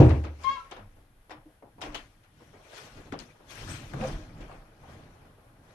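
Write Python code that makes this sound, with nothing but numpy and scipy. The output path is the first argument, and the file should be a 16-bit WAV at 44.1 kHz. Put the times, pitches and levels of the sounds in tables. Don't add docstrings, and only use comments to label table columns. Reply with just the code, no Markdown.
import sys
import numpy as np
from scipy import signal
from scipy.fft import rfft, irfft, next_fast_len
from scipy.io import wavfile
from scipy.ndimage import uniform_filter1d, map_coordinates

SR = 44100
rng = np.random.default_rng(int(sys.argv[2]) if len(sys.argv) > 2 else 0)


def master_out(mix):
    frames = np.transpose(np.atleast_2d(mix))
    ceiling = np.clip(frames, -1, 1)
    pcm = np.round(ceiling * 32767).astype(np.int16)
    wavfile.write(sys.argv[1], SR, pcm)


def voltage_ratio(level):
    return 10 ** (np.asarray(level, float) / 20)


N = 253134

# f/Hz, level/dB, time to fall 60 dB/s,
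# build-up/s
SLAM_NOTES = [(48, -19, 0.46, 0.011), (74.521, -6.5, 0.6188, 0.066), (83.854, -13.5, 0.55, 0.11),
              (91, -7, 0.42, .06), (100, -10, 0.32, 0.0051), (106.3, -12.5, 0.14, 0.0051),
              (114.6, -6.5, 0.38, 0.007), (128.98, -5, 0.34, 0.0077), (135.47, -14.5, 0.37, 0.0039),
              (161.52, -20, 0.35, .003), (248.15, -23, 0.45, .01), (286.27, -18, 0.35, 0.012),
          (311.06, -12, 0.3953, .006), (368.85, -13.5, 0.3, 0.011), (463.95, -19.5, 0.29, .003),
          (516, -17, 0.28, 0.0018), (566.06, -29, 0.4, 0.003), (636.76, -28.5, .35, .003),
          (705, -25.5, 0.23, 0.0016), (787.83, -27, 0.4, 0.0024), (930.18, -31, 0.32, .003)]
# f/Hz, level per Hz/dB
CRASH = [(120, -30.5), (200, -10), (386, -9.5), (841, -16), (917, -18), (1130, -25), (4430, -42.5),
         (12500, -67.5), (16200, -99), (22000, -120)]
# f/Hz, level per Hz/dB
QUIET = [(15, -41.5), (25, -6), (123, -8), (183, -28.5), (400, -20), (507, -14), (1110, -21), (1370, -20),
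         (3610, -29), (4560, -33), (7700, -37.5), (10800, -29.5), (13000, -36)]

# peak t/s, level/dB, rise per 20 dB/s, fall per 20 dB/s, crispness/dB
RUBS = [(0.029, -46, .1, 0.2863, -1.5), (0.429, -52.5, 0.073, 0.4587, -1), (1.83, -59.5, 0.01999, 0.155, 7),
        (1.97, -62, 0.0307, 0.2347, 2.5), (2.42, -67, 0.181, .5, 2), (2.539, -60.5, 0.01636, -0.8278, -14),
        (2.78, -51, 0.1445, 0.2372, 3), (2.973, -61, 0.04343, 0.2675, 0),
        (3.195, -60.5, 0.0061, 0.1491, 5.5), (3.292, -66.5, 0.0338, 0.5, -12),
        (3.424, -74.5, 0.089, 1.43, -24.5), (3.506, -58, 0.02778, .5, 7.5), (3.62, -57, 0.2258, 0.214, 1.5),
        (3.704, -52, 0.072, 0.2655, 4), (4.037, -37.5, 0.1129, 0.0675, -10),
        (4.081, -44.5, 0.10556, 0.2109, -2), (4.25, -61, 0.1638, 0.0158, -15.5),
        (4.429, -53.5, 0.1759, 0.1418, -6), (4.52, -52.5, 0.08228, 0.258, -7.5),
        (4.913, -54.5, 0.23356, .5, -4), (5.261, -63.5, 0.1344, 0.0986, -11),
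        (5.45, -68, 0.659, 2.5, -30.5), (5.73, -63.5, 0.2183, -1, -1)]
# f/Hz, level per Hz/dB
RUB_BODY = [(250, -15), (350, -6), (600, 0), (900, -6.5), (1300, -8), (1800, -15)]
RUB_RUSTLE = [(590, -33.5), (1000, -4), (1090, -3.5), (2460, -2.5), (2770, -6), (6000, -18.5),
              (7800, -38.5), (13200, -120)]
RUB_FIZZ = [(2650, 4), (4500, 0), (6090, 2), (7170, -4), (8600, -6), (13000, -13)]

# t/s, peak level/dB, weight/dB, hardness/dB
SLAPS = [
    (.092, -27, 6, -11),
    (.4345, -45.5, -5.5, 1.5),
    (1.6225, -41.5, -5, -37.5),
    (1.782, -45, -2.5, -23),
    (1.808, -47, -2.5, -2),
    (1.8155, -31, -12, -8),
    (1.922, -44, -1.5, -10),
    (1.944, -37, -4, -1),
]
# t/s, peak level/dB, weight/dB, hardness/dB
STEPS = [(0.238, -39, 6, -6), (0.711, -37.5, -9, -5), (0.764, -41, -7.5, -11.5), (0.962, -56, -2, -22),
         (1.295, -43, -5.5, -10), (1.3065, -39, -13.5, -11), (1.461, -60.5, 11.5, -26),
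         (1.849, -39.5, -2, -8), (2.232, -62, -15, 1), (2.401, -52.5, -2, -14.5), (2.535, -54, 2, -24),
         (2.974, -47.5, 6.5, -8.5), (3.057, -54.5, 8, -5.5)]
# t/s, peak level/dB, weight/dB, hardness/dB
LOCK = [
    (3.119, -49, -7, -1),
    (3.123, -32, 3, -12),
    (3.188, -50, 15, 1.5),
    (3.401, -55, 4.5, -16.5),
    (3.934, -37.5, 7.5, -18.5),
    (4.009, -45, 2.5, -2.5),
    (4.033, -43, -3, -13.5),
    (4.406, -53, 20.5, 1.5),
    (4.492, -39.5, -30.5, -29.5),
    (4.834, -43, -26.5, -30.5),
]
# f/Hz, width/Hz, level/dB
BOARDS = [(508.17, 24, 0), (780, 120, -27)]

# t/s, level/dB, f/Hz, time to fall 60 dB/s, build-up/s
HOLLOWS = [(.24, -35, 308, 0.2776, 0.01483), (0.782, -45.5, 208.1, 0.3296, 0.04275),
           (1.311, -37.5, 305.3, 0.14554, 0.01393), (1.456, -42.5, 309.3, 0.13134, 0.00582),
           (1.831, -36.5, 301.3, 0.4353, 0.01986), (2.533, -46, 420.3, 0.1152, 0.003924),
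           (2.78, -47.5, 419.6, 0.1372, 0.00524), (3.126, -38.5, 153.4, 0.1978, 0.00631),
           (3.1263, -26, 261.1, 0.03182, 0.001068), (0.457, -48, 241.2, 0.3676, 0.023),
           (3.937, -33.5, 139.3, 0.66, 0.002455), (3.988, -29.5, 215.2, 0.37234, 0.0099),
           (4.33, -38.5, 150.2, 0.7183, 0.06554), (.79, -41, 100, 0.3233, 0.00895),
           (2.954, -48, 278.3, 0.1282, 0.00485), (5.25, -53.5, 261.4, 0.3282, 0.02067)]
# t/s, level/dB, f/Hz, time to fall 60 dB/s, build-up/s
JERKS = [
    (3.9605, -31.5, 150.2, 0.0404, 0.002146),
    (3.998, -24.5, 190, 0.0405, 0.002275),
    (4.027, -19, 520, .07, 0.008735),
    (4.024, -29, 762.2, 0.09755, 0.003085),
    (4.036, -40.5, 870.9, 0.0501, 0.003676),
    (4.05, -25, 519.3, .1, .001),
    (4.047, -27.5, 644.9, 0.0895, 0.002436),
    (4.13, -30, 38.89, 0.2963, 0.006145),
    (4.165, -47, 618, 0.2779, 0.01149),
    (4.185, -38, 305.1, 0.1338, 0.00814),
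]
# t/s, peak level/dB, f/Hz, time to fall 60 dB/s, left over right/dB
TICKS = [(0.4357, -46, 4747, 0.04794, 7.5), (0.7127, -47, 6034, 0.013, 11),
         (.7124, -54.5, 8167, 0.017, 15.5), (1.8155, -48, 7521, 0.0265, 18),
         (1.8154, -42, 9822, 0.0047, 17.5), (1.82, -32, 3668, 0.02, 10), (1.9453, -37, 3064, 0.16116, 15.5),
         (1.9455, -40.5, 5381, 0.017, 14.5), (3.1225, -35, 1929, 0.018, 9), (3.2, -50, 6500, 0.06, 14),
         (3.1899, -34.5, 4984, 0.00882, 22), (3.196, -46.5, 3224, 0.045, 12),
         (3.1884, -52.5, 2352, 0.032, 10.5), (3.506, -48, 10170, 0.01478, 14.5),
         (3.554, -49, 10100, 0.015, 19), (3.935, -41.5, 1414, 0.061, 16),
         (4.0115, -39.5, 2517, 0.0387, 12.5), (4.038, -42, 2796, 0.03487, 8.5),
         (4.072, -46, 6046, 0.0624, 14.5), (1.947, -38, 1901, 0.06, 12), (1.307, -56.5, 5342, 0.16, 10.5),
         (1.316, -53.5, 3514, 0.1592, 7), (1.306, -43, 1850, .08, 7.5), (1.6248, -57, 2081, 0.0393, 3.5),
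         (1.821, -47.5, 5070, 0.11, 11), (1.825, -44, 2400, 0.14, 7.5), (1.95, -46.5, 6535, 0.093, 9),
         (1.95, -44, 4293, 0.15, 8.5), (3.126, -59, 5863, 0.0788, 11), (3.192, -51.5, 8025, 0.02915, 14.5),
         (3.2, -48, 4300, .1, 12), (1.814, -44, 5500, .03, 10), (1.818, -40, 3100, .1, 8),
         (4.834, -48, 900, .05, 4), (3.935, -46, 3600, .02, 10), (4.082, -48, 8800, .04, 14),
         (3.402, -56, 800, 0.04336, 3)]

# t/s, slip rate f/Hz, level/dB
SQUEAK = [
    (.437, 1062, -56),
    (.445, 1062, -31),
    (.465, 1067, -28),
    (.477, 1069, -21.5),
    (.497, 1086, -25),
    (.507, 1098, -34),
    (.535, 1095, -36),
    (.548, 1090, -48),
    (.69, 1085, -65),
]
# t/s, slip rate f/Hz, level/dB
SKIP = [
    (0.548, 1075, -55),
    (0.559, 1060, -39),
    (0.578, 1005, -44),
    (0.6, 1010, -52),
    (0.625, 980, -62),
]
# t/s, slip rate f/Hz, level/dB
CHIRP = [
    (.565, 1350, -62),
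    (.598, 1358, -45),
    (.62, 1355, -56),
    (.64, 1350, -59),
    (.69, 1370, -70),
]
# multiple of the slip rate, level/dB
SOLE = [(1, 0), (2, -19), (3, -22), (4, -34), (5, -42), (6, -43)]
# from t/s, to t/s, level/dB, rise per 20 dB/s, fall per 20 dB/s
OVERTONES = (.465, .535, -27.5, .05, .06)
# from t/s, to t/s, level/dB, rise per 20 dB/s, fall per 20 dB/s
ALTERNATE = (.492, .535, -47, .015, .09)

# peak t/s, rumble level/dB, fall per 20 dB/s, sway over rumble/dB
BUMPS = [(.45, -51, 0.1854, -2), (.77, -47, 0.0008, -16.5), (.87, -63, 0.483, 9),
         (1.35, -60.5, 0.1265, -4.5), (1.87, -47, 0.1427, -1.5), (1.95, -60.5, 0.2488, 4),
         (2.44, -57.5, 0.2839, -10.5), (2.56, -69, 0.0503, -7), (2.851, -57, 0.0951, -6.5),
         (2.97, -56.5, 0.2899, 0), (3.14, -50, 0.1502, -7), (3.64, -47, 0.3045, -0.5),
         (3.72, -46, 0.2077, -7.5), (3.83, -49, 0.0329, -0.5), (3.961, -54.5, 0.1901, -16.5),
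         (4.0, -39.5, 0.1814, -3), (4.121, -39.5, 0.2171, -4.5), (4.4, -50.5, 0.1947, 4.5),
         (4.55, -52, 0.1259, -1), (4.91, -55, 0.4043, -5), (5.12, -59.5, 0.7837, -4.5),
         (5.62, -64.5, 0.4861, -6.5)]
# f/Hz, level per Hz/dB
SWAY = [(12, -7.5), (25, 7), (55, -1.5), (80, -34)]
RUMBLE = [(50, -16), (80, 3.5), (130, 2.5), (200, -5.5), (320, -5.5), (420, -21.5)]
# t/s, f/Hz, level/dB
WHISTLE = [
    (3.66, 8210, -73),
    (3.696, 8350, -57.5),
    (3.708, 8300, -44.5),
    (3.792, 8070, -70.5),
    (3.8, 8018, -73),
]

# f/Hz, likeness (1 = the same)
ALIKE = [(25, .985), (60, 0.998), (130, 0.995), (280, 0.93), (590, 0.64), (1270, 0.15), (2730, -0.06),
         (12600, -0.01)]
# f/Hz, share of the left-right level difference
SHADOW = [(500, 0.5), (1200, 0.5381), (3800, 1), (12000, 3)]
# f/Hz, time to fall 60 dB/s
HALL = [(150, 0.44), (600, 0.35031), (2500, 0.33953), (10000, 0.023)]


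def unit(x):
    return x / np.sqrt(np.mean(x ** 2) + 1e-20)


def along(points, hz):
    f, value = np.transpose(points)
    return np.interp(np.log(hz + 1), np.log(f + 1), value)


def curves(rows):
    seconds, *columns = np.transpose(rows)
    t = np.arange(N) / SR
    gate = np.clip(np.minimum(t - seconds[0], seconds[-1] - t) / .02 + .5, 0, 1)
    return [np.interp(t, seconds, column) for column in columns] + [gate]


def swell(start_s, end_s, db, rise_s, fall_s):
    t = np.arange(N) / SR
    before = (start_s - t) / np.abs(rise_s)
    after = (t - end_s) / np.abs(fall_s)
    return db - 20 * np.maximum(0, np.maximum(before, after))


def wobble(rate, size=N):
    knots = rng.standard_normal(int(size * rate / SR) + 4)
    return map_coordinates(knots, [np.arange(size) * rate / SR])


def filtered(x, response):
    m = next_fast_len(x.shape[-1] + 8192)
    return irfft(rfft(x, m) * response(np.fft.rfftfreq(m, 1 / SR)), m)[..., :x.shape[-1]]


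def panned(db):
    return voltage_ratio(np.array([db / 2, -db / 2]))


def spaced(pair, gain, pan_db):
    lead_s = .0001
    size = pair.shape[1]
    m = next_fast_len(size + 4096)
    hz = np.fft.rfftfreq(m, 1 / SR)
    turn = np.arccos(np.clip(along(ALIKE, hz), -1, 1)) / 2
    mid, side = rfft(pair, m) * gain(hz) * [np.cos(turn), np.sin(turn)]
    shading = panned(pan_db * along(SHADOW, hz))
    lead = np.exp(1j * np.pi * lead_s * np.outer([1, -1], hz))
    return irfft(np.array([mid + side, mid - side]) * shading * lead, m)[:, :size]


def patchy(seconds, patch_db, t60=np.inf):
    noise = rng.standard_normal((2, int(seconds * SR) + 1))
    hz, t, z = signal.stft(noise, SR, nperseg=256)
    patches = uniform_filter1d(rng.standard_normal(z.shape[1:]), size=4, axis=0)
    patches = unit(uniform_filter1d(patches, size=9, axis=1))
    fading_db = -60 * t / (t60 * along(HALL, hz))[:, None]
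    out = signal.istft(z * voltage_ratio(patch_db * patches + fading_db), SR, nperseg=256)[1]
    return out[:, :int(seconds * SR)]


def dying(seconds, stretch):
    return patchy(seconds, 2.2, stretch)


def rush(spectrum, grain_db, rate, patch_db, pan_db=0):
    if patch_db:
        pair = patchy(N / SR + .01, patch_db)[:, :N]
    else:
        pair = rng.standard_normal((2, N))
    points = [(7.3, -120)] + list(spectrum) + [(SR / 2, -120)]
    grains = voltage_ratio(grain_db * wobble(rate))
    return unit(spaced(pair * grains, lambda hz: voltage_ratio(along(points, hz)), pan_db))


def ring(t, hz, db, t60, rise_s):
    return voltage_ratio(db - 60 * t / t60) * (1 - np.exp(-t / rise_s)), 2 * np.pi * hz * t


def slam():
    t = np.arange(SR) / SR
    panels = np.zeros((2, SR))
    for hz, db, t60, rise_s in SLAM_NOTES:
        size, turns = ring(t, hz, db, t60, rise_s)
        scatter = 2 * np.pi * rng.random() * (hz > 200)
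        quarter_turn = np.pi / 2 * rng.choice([-1, 1]) * np.array([[0], [1]])
        panels -= size * np.sin(turns + scatter + quarter_turn)
    crash = spaced(dying(1, stretch=1.1), lambda hz: voltage_ratio(along(CRASH, hz)), pan_db=8.0)
    crash *= voltage_ratio(-20.5) / np.std(crash[:, :SR // 20])
    both = (spaced(panels, np.ones_like, 0) + crash) * np.clip(t / .002, 0, 1)
    return np.pad(both, ((0, 0), (0, N - SR)))


def quiet_house():
    return voltage_ratio(-65.5) * rush(QUIET, 0.85, 11, 0, pan_db=3)


def rubbing():
    body = rush(RUB_BODY, 1.6, 65, 0.79)
    rustle = rush(RUB_RUSTLE, 0.66, 250, 3.0)
    fizz = rush(RUB_FIZZ, 0.5, 400, 2.9)
    strokes = voltage_ratio([swell(s, s, db, rise_s, fall_s) for s, db, rise_s, fall_s, _ in RUBS])
    crisp_db = np.array(RUBS)[:, -1]
    treble = voltage_ratio(crisp_db - 3.5) @ strokes * rustle
    treble += voltage_ratio(-6.5 + 1.5682 * crisp_db) @ strokes * fizz
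    return strokes.sum(axis=0) * body + panned(9.5)[:, None] * treble


def knocks(events, stretch, rise_s, crack, boards, pan_db):
    out, t = np.zeros((2, N + SR)), np.arange(SR // 3) / SR

    def wood(f):
        modes = sum(voltage_ratio(db) * f * width / (hz * hz - f * f + 1j * f * width) for hz, width, db in BOARDS)
        return 1 + boards * np.abs(modes)

    for s, db, low_db, bright_db in events:
        top_db = bright_db - 12
        shape = [(70, low_db - 16.5), (260, low_db + 0.5), (820, 0.0037),
                 (2700, bright_db - 3), (7700, top_db - 6), (13000, top_db - 30)]
        burst = dying(1 / 3, stretch) * (1 - np.exp(-t / rise_s))
        burst += crack * voltage_ratio(-60 * t / 0.025) * rng.standard_normal((2, len(t)))
        burst *= voltage_ratio(1.8 * wobble(600, len(t)))
        burst = spaced(burst, lambda hz: voltage_ratio(along(shape, hz)) * wood(hz), pan_db)
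        burst *= np.clip(t / .0012, 0, 1)
        out[:, round(s * SR):][:, :len(t)] += 3.6542 * voltage_ratio(db) * burst
    return out[:, :N]


def hollow_notes(events):
    out, t = np.zeros((2, N + SR)), np.arange(SR // 2) / SR
    for s, db, hz, t60, rise_s in events:
        size, turns = ring(t, hz, db, t60, rise_s)
        waver = 1 + 0.2913 * wobble(38.276, len(t))
        out[:, round(s * SR):][:, :len(t)] += size * waver * np.sin(turns)
    return out[:, :N]


def metal_snaps():
    out, t = np.zeros((2, N + SR)), np.arange(SR // 2)[:SR // 6] / SR
    for s, db, hz, t60, pan_db in TICKS:
        size, turns = ring(t, hz, db, t60, .0004)
        drift = np.cumsum(rng.standard_normal((2, len(t))), axis=1) * .2
        out[:, round(s * SR):][:, :len(t)] += size * np.sin(turns + drift) * panned(pan_db)[:, None]
    return out[:, :N]


def slips(rows, jitter, rough, waver, bright_db, alternate_db):
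    hz, db, gate = [curve[:SR] for curve in curves(rows)]
    turns = 2 * np.pi * np.cumsum(hz * (1 + jitter * wobble(90, SR))) / SR

    def shaky(k):
        size = 1 + rough * np.sqrt(k) * wobble(139.7, SR)
        return size * np.sin(k * turns + rough * k * wobble(119.7, SR))

    tone = (1 + waver * wobble(70.084, SR)) * np.sin(turns)
    whole = sum(voltage_ratio(level + bright_db) * shaky(k) for k, level in SOLE[1:])
    halves = sum(voltage_ratio(alternate_db - 4.5 * k - 14 * (k < 1)) * shaky(k + .5) for k in range(7))
    return np.sqrt(2) * voltage_ratio(db) * gate * (tone + whole + halves)


def squeak():
    _, tone_db, _ = curves(SQUEAK)
    bright_db = swell(*OVERTONES) - tone_db
    alternate_db = swell(*ALTERNATE) - tone_db
    rubber = slips(SQUEAK, .0015, .3, .05, bright_db[:SR], alternate_db[:SR])
    rubber += slips(SKIP, .006, .4, .5, -3, -40)
    rubber += slips(CHIRP, .009, .4, .6, -3, -40)
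    scrape_shape = [(400, -37), (900, 16.0), (3500, -3.5), (6500, -9.5), (10000, -31.5)]
    scrape = filtered(rng.standard_normal(SR), lambda hz: voltage_ratio(along(scrape_shape, hz)))
    rubber += voltage_ratio(-36) * np.abs(rubber) ** 0.68 * unit(scrape)
    tail = dying(0.63, stretch=1.0)
    hall = signal.fftconvolve(rubber[None], tail / np.linalg.norm(tail[0]), axes=1)[:, :SR]
    wall = np.roll(rubber, round(.022 * SR)) * voltage_ratio([[-18], [-5]])
    both = rubber * voltage_ratio([[4.5], [-12]]) + wall + voltage_ratio(-16) * hall
    return np.pad(both, ((0, 0), (0, N - SR)))


def bumps():
    rise, sway_lag_s, at_rest_db = 0.6334, 0.03098, -72
    pushes = voltage_ratio([swell(s, s, db, rise * fall_s, fall_s) for s, db, fall_s, _ in BUMPS])
    sway = np.roll(voltage_ratio(np.array(BUMPS)[:, -1]) @ pushes, round(sway_lag_s * SR)) + voltage_ratio(at_rest_db - 2.5)
    rumble = pushes.sum(axis=0) + voltage_ratio(at_rest_db)
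    return sway * rush(SWAY, 1.1, 21, 0) + rumble * rush(RUMBLE, 2.1, 30, 0)


def handle_whistle():
    hz, db, gate = curves(WHISTLE)
    tone = np.sqrt(2) * np.sin(2 * np.pi * np.cumsum(hz) / SR)
    return voltage_ratio(db) * gate * unit(wobble(1100)) * tone * voltage_ratio([[5], [-12]])


def standing_waves(x, depth_db, spacing_hz):
    peaks = rng.standard_normal(2000)

    def response(hz):
        depth = depth_db * np.clip(hz / 400 - .5, 0, 1)
        return voltage_ratio(depth * map_coordinates(peaks, [hz / spacing_hz], mode="wrap"))

    return filtered(x, response)


def scene():
    air = quiet_house() + rubbing() + bumps()
    air = standing_waves(air, depth_db=1.5, spacing_hz=30.022)
    slaps = knocks(SLAPS, stretch=0.70154, rise_s=0.0069, crack=1.01, boards=0.19, pan_db=7.5)
    steps = knocks(STEPS, stretch=0.7634, rise_s=0.00655, crack=0.8198, boards=0.82, pan_db=6.0)
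    lock = knocks(LOCK, stretch=0.63994, rise_s=0.007492, crack=1.0, boards=0.364, pan_db=7.5)
    wood = hollow_notes(HOLLOWS + JERKS)
    return slam() + air + slaps + steps + wood + metal_snaps() + squeak() + lock + handle_whistle()


def roll_off(x):
    return signal.sosfilt(signal.butter(12, 13170, fs=SR, output="sos"), x)


def record(dry):
    held = dry / (1 + np.abs(dry / .98) ** 6) ** (1 / 6)
    mix = filtered(held, lambda hz: hz < 13100)
    return roll_off(mix)


dry = scene()
out = record(dry)
master_out(out)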